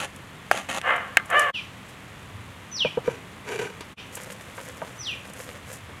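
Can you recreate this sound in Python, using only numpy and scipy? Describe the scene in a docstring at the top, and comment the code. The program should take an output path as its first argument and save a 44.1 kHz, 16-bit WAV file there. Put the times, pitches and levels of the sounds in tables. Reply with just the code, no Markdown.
"""Outdoors, curry simmers in a clay pot: fine fizz and wet ticks over open air and a low distant rumble.
A coconut-shell ladle scrapes gritty clay, knocks shell and pot into ringing, then sticks and slips into a squeal.
The clay lid lands with hollow bumps of trapped air and grinds into place; feet crunch dry grit.
A bird whistles pure falling notes, and the ground and trees send back echoes."""
import sys
import numpy as np
from scipy import signal
from scipy.fft import rfft, irfft
from scipy.io import wavfile
from scipy.ndimage import uniform_filter1d

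SR = 44100
rng = np.random.default_rng(int(sys.argv[2]) if len(sys.argv) > 2 else 0)


def bounce(signal):
    """Save signal as a 16-bit WAV file at the path given by the first command-line argument."""
    frames = np.transpose(np.atleast_2d(signal))
    limited = np.clip(frames, -1, 1)
    pcm = np.round(limited * 32767).astype(np.int16)
    wavfile.write(sys.argv[1], SR, pcm)


N = 264600
TIME = np.arange(N) / SR

# ringing modes of the coconut shell: (frequency [Hz], level [dB], time to fall 60 dB [s])
SHELL_MODES = [(525, -22, 0.075), (763, -3, 0.017), (1376, -17.5, 0.04), (1632, -2.5, 0.019),
               (1838, -3.5, 0.019), (2190, -7.5, 0.016), (2544, 0, 0.0061), (3120, -23, 0.035),
               (3580, -20.5, 0.015), (6550, -36, 0.0065), (6940, -37, 0.0065)]
# ringing modes of the filled pot: (frequency [Hz], level [dB], time to fall 60 dB [s])
POT_MODES = [(464, -43, 0.031), (525, -7, 0.055), (711, -9, 0.069), (772, -11, 0.098), (867, -14, 0.073),
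             (1111, -3.5, 0.039), (1218, -13, 0.18), (1330, -4.5, 0.034), (1600, -11.5, 0.081),
             (1655, -8, 0.039), (1733, -9, 0.085), (1850, -1.5, 0.028), (2000, -15, 0.066),
             (2075, -16, 0.2), (2300, -28, 0.24), (2513, -11.5, 0.043), (2820, -17.5, 0.073),
             (2987, -14, 0.055), (3190, -13, 0.014)]
# modes of the air trapped under the lid: (frequency [Hz], level [dB], time to fall 60 dB [s])
HOLLOW_MODES = [(128, -15, 0.15), (191, -18, 0.046), (451, 3.5, 0.025), (514, 3, 0.031)]
# ringing modes of the clay lid: (frequency [Hz], level [dB], time to fall 60 dB [s])
LID_MODES = [(625, -7, 0.015), (840, -6, 0.0087), (968, -12.5, 0.095), (1208, -20, 0.11),
             (1547, -4.5, 0.025), (1910, -2.5, 0.008), (2376, -2, 0.015), (2930, -9, 0.017),
             (3900, -16, 0.015), (4560, -18.5, 0.023), (5960, -16, 0.018), (6800, -36, 0.016),
             (7600, -15, 0.0077)]
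# spectrum of clay grains catching: (frequency [Hz], level per Hz [dB])
GRAIN_SPECTRUM = [(200, -4.5), (500, -7), (780, 1.5), (1100, -4.5), (1900, -9.5), (2800, -4.5),
                  (4200, -16.5), (5200, -22.5), (6600, -11), (8000, -19), (10000, -17), (13000, -32),
                  (16000, -44)]
# spectrum of bright hiss and crunch: (frequency [Hz], level per Hz [dB])
RUSTLE_SPECTRUM = [(1000, -12), (3000, -16), (5000, 1), (7000, 8.5), (10000, 5), (13000, 0.5), (16000, -20)]
# the whole level dips briefly: (time [s], half length [s])
LEVEL_DIPS = [(1.526, 0.02), (3.957, 0.027)]


def from_db(db):
    """Turn decibels into a gain."""
    return 10 ** (np.asarray(db) / 20)


def rms_one(x):
    """Scale a signal to an rms (average strength) of 1."""
    return x / np.sqrt(np.mean(x ** 2) + 1e-20)


def colour(x, spectrum):
    """Give a steady signal a spectrum, with softer skirts beyond the table's ends; rms 1."""
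    hz, db = np.transpose(spectrum)
    f = np.maximum(np.arange(N // 2 + 1) * SR / N, 1)
    skirts = np.minimum(f / hz[0], 1) ** 2 * np.minimum(hz[-1] / f, 1) ** 2
    gain = from_db(np.interp(np.log(f), np.log(hz), db))
    return rms_one(irfft(rfft(x) * skirts * gain, N))


def cut(x, hz, kind="low", order=2):
    """Filter away part of the spectrum (Butterworth)."""
    safe_hz = np.clip(hz, 10, SR / 2 - 500)
    return signal.sosfilt(signal.butter(order, safe_hz, kind, fs=SR, output="sos"), x + 1e-18)


def drift(top_hz):
    """Smooth random wandering with a spread of 1, no faster than about top_hz."""
    return rms_one(cut(rng.standard_normal(N), top_hz))


def click(s):
    """One click of height 1 at time s."""
    return 1. * (np.arange(N) == round(s * SR))


def fade(age, t60):
    """Die away by 60 dB in each t60 seconds, starting at age 0."""
    return from_db(-60 * np.clip(age / t60, 0, 4))


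def burst(s, t60):
    """Noise that starts at once and dies away."""
    return rng.standard_normal(N) * (TIME >= s) * fade(TIME - s, t60)


def ring(force, modes, ratio=1, alternate=False):
    """Let a force set off decaying tones; a click of height 1 starts each mode at its table level."""
    out = np.zeros(N)
    for k, (hz, db, t60) in enumerate(modes):
        decay = np.exp(-np.log(1000) / (t60 * SR))
        turn = 2 * np.pi * hz * ratio / SR
        sign = (-1) ** k if alternate else 1
        feedback = [1, -2 * decay * np.cos(turn), decay * decay]
        out += sign * from_db(db) * signal.lfilter([0, np.sin(turn)], feedback, force + 1e-18)
    return out


def grains(per_s, spread_db):
    """Random tiny collisions of uneven size; rms 1."""
    sizes = from_db(spread_db * np.minimum(rng.exponential(1, N), 4)) * rng.choice([-1, 1], N)
    return rms_one(sizes * (rng.random(N) < per_s / SR))


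def steady(x):
    """Even out the slow level, so that the hand's pressure can set it."""
    return x / np.sqrt(np.abs(uniform_filter1d(x * x, size=900)) + 1e-12)


def bell(x, centre, half):
    """A smooth hump of height 1 that has sunk to 0.61 at half from its centre."""
    return np.exp(-np.minimum(((x - centre) / half) ** 2, 100) / 2)


def stroke(start, length, attack_s, release_t60):
    """Envelope of a movement: a straight rise, a hold until its length is over, then a dying away."""
    age = TIME - start
    return np.clip(age / attack_s, 0, 1) * fade(age - length, release_t60)


def background(air_db=-44, rumble_db=-54, simmer_db=-58, sizzle_db=-41):
    """Noise makes open air and a swelling distant rumble; tiny collisions make the sauce's fizz."""
    # spectrum of the open air: (frequency [Hz], level per Hz [dB])
    air_spectrum = [(15, -45), (25, -14), (92, -9), (206, -6.5), (242, -13.5), (270, -8), (301, -14.5),
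                    (796, -18), (1100, -14.5), (1520, -18.5), (1890, -16.5), (3430, -23), (5570, -42),
                    (10100, -37.5), (16000, -50.5)]
    # spectrum of the simmering sauce: (frequency [Hz], level per Hz [dB])
    simmer_spectrum = [(2000, 14.5), (5000, 11), (7000, 14.5), (10000, 8.5), (13000, 5), (16000, -20)]
    # swells of the rumble: (time of the peak [s], half length [s], level [dB])
    rumble_swells = [(2.376, 0.11, -46), (5.4, 0.61, -58)]
    air = from_db(air_db) * colour(rng.standard_normal(N), air_spectrum)
    swells = from_db(rumble_db) + sum(from_db(db) * bell(TIME, s, half) for s, half, db in rumble_swells)
    rumble = swells * rms_one(cut(rng.standard_normal(N), [82, 118], "band"))
    # sauce pushed up the hot wall sizzles
    sizzle = from_db(sizzle_db) * stroke(1.365, length=0.051, attack_s=0.051, release_t60=0.13)
    heat = from_db(simmer_db) + sizzle
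    return air + rumble + heat * colour(grains(10000, 4.6), simmer_spectrum)


def ladle_grit(pot_db=-4, attack_s=0.002, sag_db=4.5):
    """Grains of bare clay catch the rubbing shell in clumps and stir the pot's modes."""
    # scrapes: (start [s], length [s], level [dB], time to fall 60 dB on release [s])
    scrapes = [(0, 0.043, -27.5, 0.088), (0.511, 0.066, -28.5, 0.22), (0.687, 0.098, -27, 0.034)]
    pressure = np.zeros(N)
    for s, length, db, t60 in scrapes:
        sag = sag_db * bell(TIME, s + length / 2, length / 4)   # each scrape bites hardest at its two ends
        pressure += stroke(s, length, attack_s, t60) * from_db(db - sag)
    force = grains(4000, 3.6) * from_db(2.5 * drift(110))
    pot = rms_one(ring(force, POT_MODES, alternate=True))
    return pressure * steady(colour(force, GRAIN_SPECTRUM) + from_db(pot_db) * pot)


def ticks(t60=0.031, top_hz=11000):
    """Wet ticks of the sauce and small grit clicks: short bright bursts of noise."""
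    # ticks: (time [s], level before a 3 dB cut and the filter [dB])
    tick_list = [(.161, -32), (.962, -30.5), (1.257, -32.5), (1.3014, -23), (1.3944, -14), (3.808, -30.5),
                 (4.1533, -20.5), (5.335, -29)]
    spits = sum(from_db(db - 3.0) * burst(s, t60) for s, db in tick_list)
    return cut(spits, [6500, top_hz], "band")


def ladle_knocks(contact_width=1.31, crack_t60=0.0079, crack_hz=8000, tail_db=-27, tail_t60=0.079):
    """Each knock rings the shell and pot, over a dry crack and a faint scatter from the yard."""
    # knocks: (time [s], level [dB], pitch of the contact [Hz], pot ring [dB], crack [dB])
    knocks = [(0.5138, 1, 990, -24, -10.5), (.5453, -15, 547, -31, -26), (0.815, -21.5, 2600, -24, -4),
              (1.171, 5.5, 2300, -18, -8.5), (1.199, -22, 1520, -6.5, -30)]
    out = np.zeros(N)
    for s, db, contact_hz, pot_db, crack_db in knocks:
        contact_band = [contact_hz / contact_width, contact_hz * contact_width]
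        force = 0.99 * cut(click(s), contact_band, "band", order=1)
        body = ring(force, SHELL_MODES) + from_db(pot_db) * ring(force, POT_MODES, alternate=True)
        crack = from_db(crack_db) * cut(burst(s, crack_t60), [330, crack_hz], "band")
        scatter = from_db(tail_db) * cut(burst(s, tail_t60), [400, 2600], "band")
        out += from_db(db) * (body + crack + scatter)
    return out


def drag_pressure(attack_s=.082, release_t60=0.055, ease_db_per_s=140):
    """The hand leans into each drag, then eases off towards a lighter, steady push."""
    # drags along the wall under the curry: (start [s], end [s], lean at its peak [dB], steady push [dB])
    drags = [(0.824, 1.29, -19, -47.5), (1.29, 1.501, -17.5, -28.5)]
    out = np.zeros(N)
    for s, end, peak_db, held_db in drags:
        lean = from_db(peak_db - ease_db_per_s * np.maximum(TIME - s - attack_s, 0))
        out += stroke(s, end - s, attack_s, release_t60) * (lean + from_db(held_db))
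    return out


def stick_slip(pressure, judder_per_s=565, judder_rough=.65, squeal_rough=.07, slack_rough=.24):
    """Slips per second and their roughness: an uneven judder locks into a squeal."""
    # pitch of the squeal: (time [s], slips per second [Hz])
    squeal_pitch = [(1.325, 660), (1.345, 565), (1.362, 588), (1.386, 597), (1.405, 576), (1.428, 594),
                    (1.485, 556), (1.51, 575)]
    lock_start_s, lock_s = 1.31, .05
    squeal_s, squeal_hz = np.transpose(squeal_pitch)
    per_s = np.where(TIME < lock_start_s, judder_per_s, np.interp(TIME, squeal_s, squeal_hz))
    # the squeal is cleanest under full pressure and roughens as the hand eases off
    eased_rough = squeal_rough + slack_rough * (1 - pressure / pressure.max())
    locked = np.clip((TIME - lock_start_s) / lock_s, 0, 1)
    return per_s, judder_rough + locked * (eased_rough - judder_rough)


def ladle_drag(jitter=0.32, uneven_db=10.0, shell_db=-3, hiss_db=-35, low_cut_hz=800, soft_hz=3200,
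               churn_db=-13, stray_db=-12):
    """The shell sticks and slips on the wall; when the slips lock into step it squeals."""
    pressure = drag_pressure()
    per_s, rough = stick_slip(pressure)
    turns = np.cumsum(per_s * np.exp(jitter * rough * drift(350))) / SR
    # one slip for each whole turn, of uneven size
    slips = np.diff(np.floor(turns), prepend=0) * from_db(uneven_db * rough * rng.standard_normal(N))
    # other spots of the shell catch out of step
    slips = steady(slips) + from_db(stray_db) * grains(700, 3.5)
    # the sauce softens every slip
    slips = cut(cut(slips, soft_hz, order=4), low_cut_hz, "high")
    pot = ring(slips, POT_MODES, alternate=True)
    body = steady(pot + from_db(shell_db) * ring(slips, SHELL_MODES))
    # the moving ladle loads the wall, so the ringing wanders a little in pitch
    body = np.interp(TIME + .00016 * rough * drift(14), TIME, body)
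    # soft pieces rub the wall and wake mostly its low modes
    pieces = cut(grains(2500, 3.8), [430, 850], "band")
    churn = steady(ring(pieces, POT_MODES))
    hiss = colour(grains(2500, 4), RUSTLE_SPECTRUM)
    return pressure * (body + from_db(churn_db) * churn + from_db(hiss_db) * hiss)


def whistle(top_hz=6060, end_hz=2120, half_fall_s=.0765, steepness=3.55, level_db=-13):
    """One pure note hangs high, falls fast and levels out, loudest as its pitch falls through about 3 kHz."""
    swell_hz, swell_octaves, swell_db = 3067, 0.2, 11.5
    hz = end_hz + (top_hz - end_hz) / (1 + (TIME / half_fall_s) ** steepness)
    db = level_db + swell_db * bell(np.log2(hz), np.log2(swell_hz), swell_octaves)
    envelope = stroke(0, length=0.16, attack_s=0.023, release_t60=0.061)
    return envelope * from_db(db) * np.sin(2 * np.pi * np.cumsum(hz) / SR)


def bird(near_t60=0.36, far_t60=.6, far_db=-16, leaf_hz=3300, flutter_db=2, ground_s=.0021, ground_db=-12,
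         fade_in_s=0.042):
    """The same whistle repeats; it beats with its ground echo, and trees scatter it into a trail."""
    # calls: (start [s], level [dB], tree echo [dB])
    calls = [(1.436, -21.5, -3), (2.711, -19, -3), (3.82, -27, 2), (4.976, -25, 0.5)]
    note, out = whistle(), np.zeros(N)
    for s, level_db, echo_db in calls:
        call = (note * from_db(flutter_db * drift(104)))[:SR // 2]
        trees = burst(s + .009, near_t60) + from_db(far_db) * burst(s + .009, far_t60)
        trees = cut(trees, leaf_hz, "high")   # leaves throw back the high start of the note best
        trees = trees / np.sqrt(np.sum(trees ** 2))
        ground = from_db(ground_db) * click(s + ground_s)
        paths = click(s) + ground + from_db(echo_db) * trees
        heard = from_db(level_db) * signal.oaconvolve(paths, call)[:N]
        for dip_s, _ in LEVEL_DIPS:
            if s < dip_s < s + .5:   # a call begun just before a dip is silent until it, then fades in
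                heard = heard * np.clip((TIME - dip_s) / fade_in_s, 0, 1)
        out += heard
    return out


def shuffles(scuff_db=-1, sole_db=-51, feet_db=-59, restless_db=4.0, scuffs_per_s=220):
    """Each move of a foot crunches dry grit over a dull rub of the sole."""
    # shuffles: (time of the peak [s], half length [s], level [dB])
    shuffle_list = [(1.898, 0.0097, -53), (4.161, 0.021, -45.5), (4.235, 0.013, -53), (4.33, 0.008, -56),
                    (4.654, 0.07, -53), (5.414, 0.025, -47), (5.728, 0.036, -44)]
    # spectrum of the rubbing sole: (frequency [Hz], level per Hz [dB])
    scuff_spectrum = [(150, -54), (500, 23.5), (900, 5), (1500, 13), (2500, 7.5), (5000, -1.5)]
    moves = sum(from_db(db) * bell(TIME, s, half) for s, half, db in shuffle_list)
    # between shuffles the feet keep shifting their weight
    shifting = stroke(4.1, length=1.46, attack_s=0.016, release_t60=0.24) * from_db(restless_db * drift(9))
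    crunch = colour(grains(3500, 3.2) * from_db(2.4 * drift(70)), RUSTLE_SPECTRUM)
    scuff = colour(grains(scuffs_per_s, 3), scuff_spectrum)
    crunch_level = moves + from_db(feet_db) * shifting
    scuff_level = from_db(scuff_db) * moves + from_db(sole_db) * shifting
    return crunch_level * crunch + scuff_level * scuff


def lid_bumps(clay_db=-2, rattle_db=-7.0, rattle_t60=0.13, rock_s=0.004175, rock_db=0):
    """The lid lands, rocks onto a second point and pumps the pot's air, which booms as the rim rattles."""
    # bumps: (time [s], level [dB], pitch of the trapped air [ratio], hardness [Hz], boom [dB])
    bumps = [(2.848, -14.5, 1.16, 1020, 2), (2.972, -15, 1.05, 840, 2), (3.077, -16, 1.06, 1110, 4),
             (3.592, -28.5, 0.79, 2520, 4.5), (3.807, -32.5, .76, 4940, 2.5), (4.17, -28, 0.77, 2740, -11),
             (4.272, -35, 1.22, 1200, -0.5), (4.579, -25.5, 1.22, 1800, -11.5),
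             (4.817, -17, 1.285, 1040, -10), (5.892, -29, 1.18, 920, -14)]
    out = np.zeros(N)
    for s, db, ratio, hard_hz, boom_db in bumps:
        second_point = from_db(rock_db) * cut(click(s + rock_s), hard_hz)
        force = cut(click(s) + second_point, hard_hz)
        boom = from_db(boom_db) * ring(force, HOLLOW_MODES, ratio, alternate=True)
        clay = from_db(clay_db) * ring(force, LID_MODES, alternate=True)
        rattle = cut(cut(burst(s, rattle_t60), hard_hz, order=3), 310, "high")
        out += from_db(db) * (boom + clay + 2 * from_db(rattle_db) * rattle)
    return out


def lid_slide(closed_ratio=0.916, hollow_db=1.5, sand_db=-20, rub_db=-9, release_t60=0.3, wobble_hz=26.4,
              wobble_db=2.5):
    """Clay grinds on clay as the lid wobbles; with the gap nearly shut the trapped air sounds lower."""
    # pushes along the rim: (start [s], length [s], level [dB], attack [s])
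    pushes = [(3.035, 0.1, -40, 0.013), (3.447, 0.11, -32, .055), (3.588, 0.057, -33, 0.0044)]
    pressure = np.zeros(N)
    for s, length, db, attack_s in pushes:
        wobble = wobble_db * np.cos(2 * np.pi * wobble_hz * (TIME - s))
        pressure += stroke(s, length, attack_s, release_t60) * from_db(db + wobble)
    force = grains(1200, 3) * from_db(3 * drift(80))
    hollow = ring(force, HOLLOW_MODES, closed_ratio, alternate=True)
    body = ring(force, LID_MODES, alternate=True) + from_db(hollow_db) * hollow
    sand = from_db(sand_db) * colour(force, RUSTLE_SPECTRUM)
    rub = from_db(rub_db) * colour(grains(2500, 3.3), GRAIN_SPECTRUM)
    return pressure * (steady(cut(body, 145, "high")) + sand + rub)


def scene():
    """Pot, ladle, bird, feet and lid at one microphone."""
    ladle = ladle_grit() + ladle_knocks() + ladle_drag()
    lid = lid_bumps() + lid_slide()
    return (background() + ladle + ticks() + bird() + shuffles() + lid)[None]


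def record(dry):
    """Dip the level twice, clip peaks beyond full scale, and cut the deep bass and the top."""
    for s, half in LEVEL_DIPS:
        dip = np.exp(-np.minimum((1.56 * (TIME - s) / half) ** 2, 100))
        dry = dry * from_db(-32 * dip)
    loud = cut(np.clip(dry, -1, 1), 54, "high")
    top_cut = signal.ellip(10, .1, 80, 15800, fs=SR, output="sos")   # steep low-pass at 15800 Hz
    return signal.sosfilt(top_cut, loud)


dry = scene()
out = record(dry)
bounce(out)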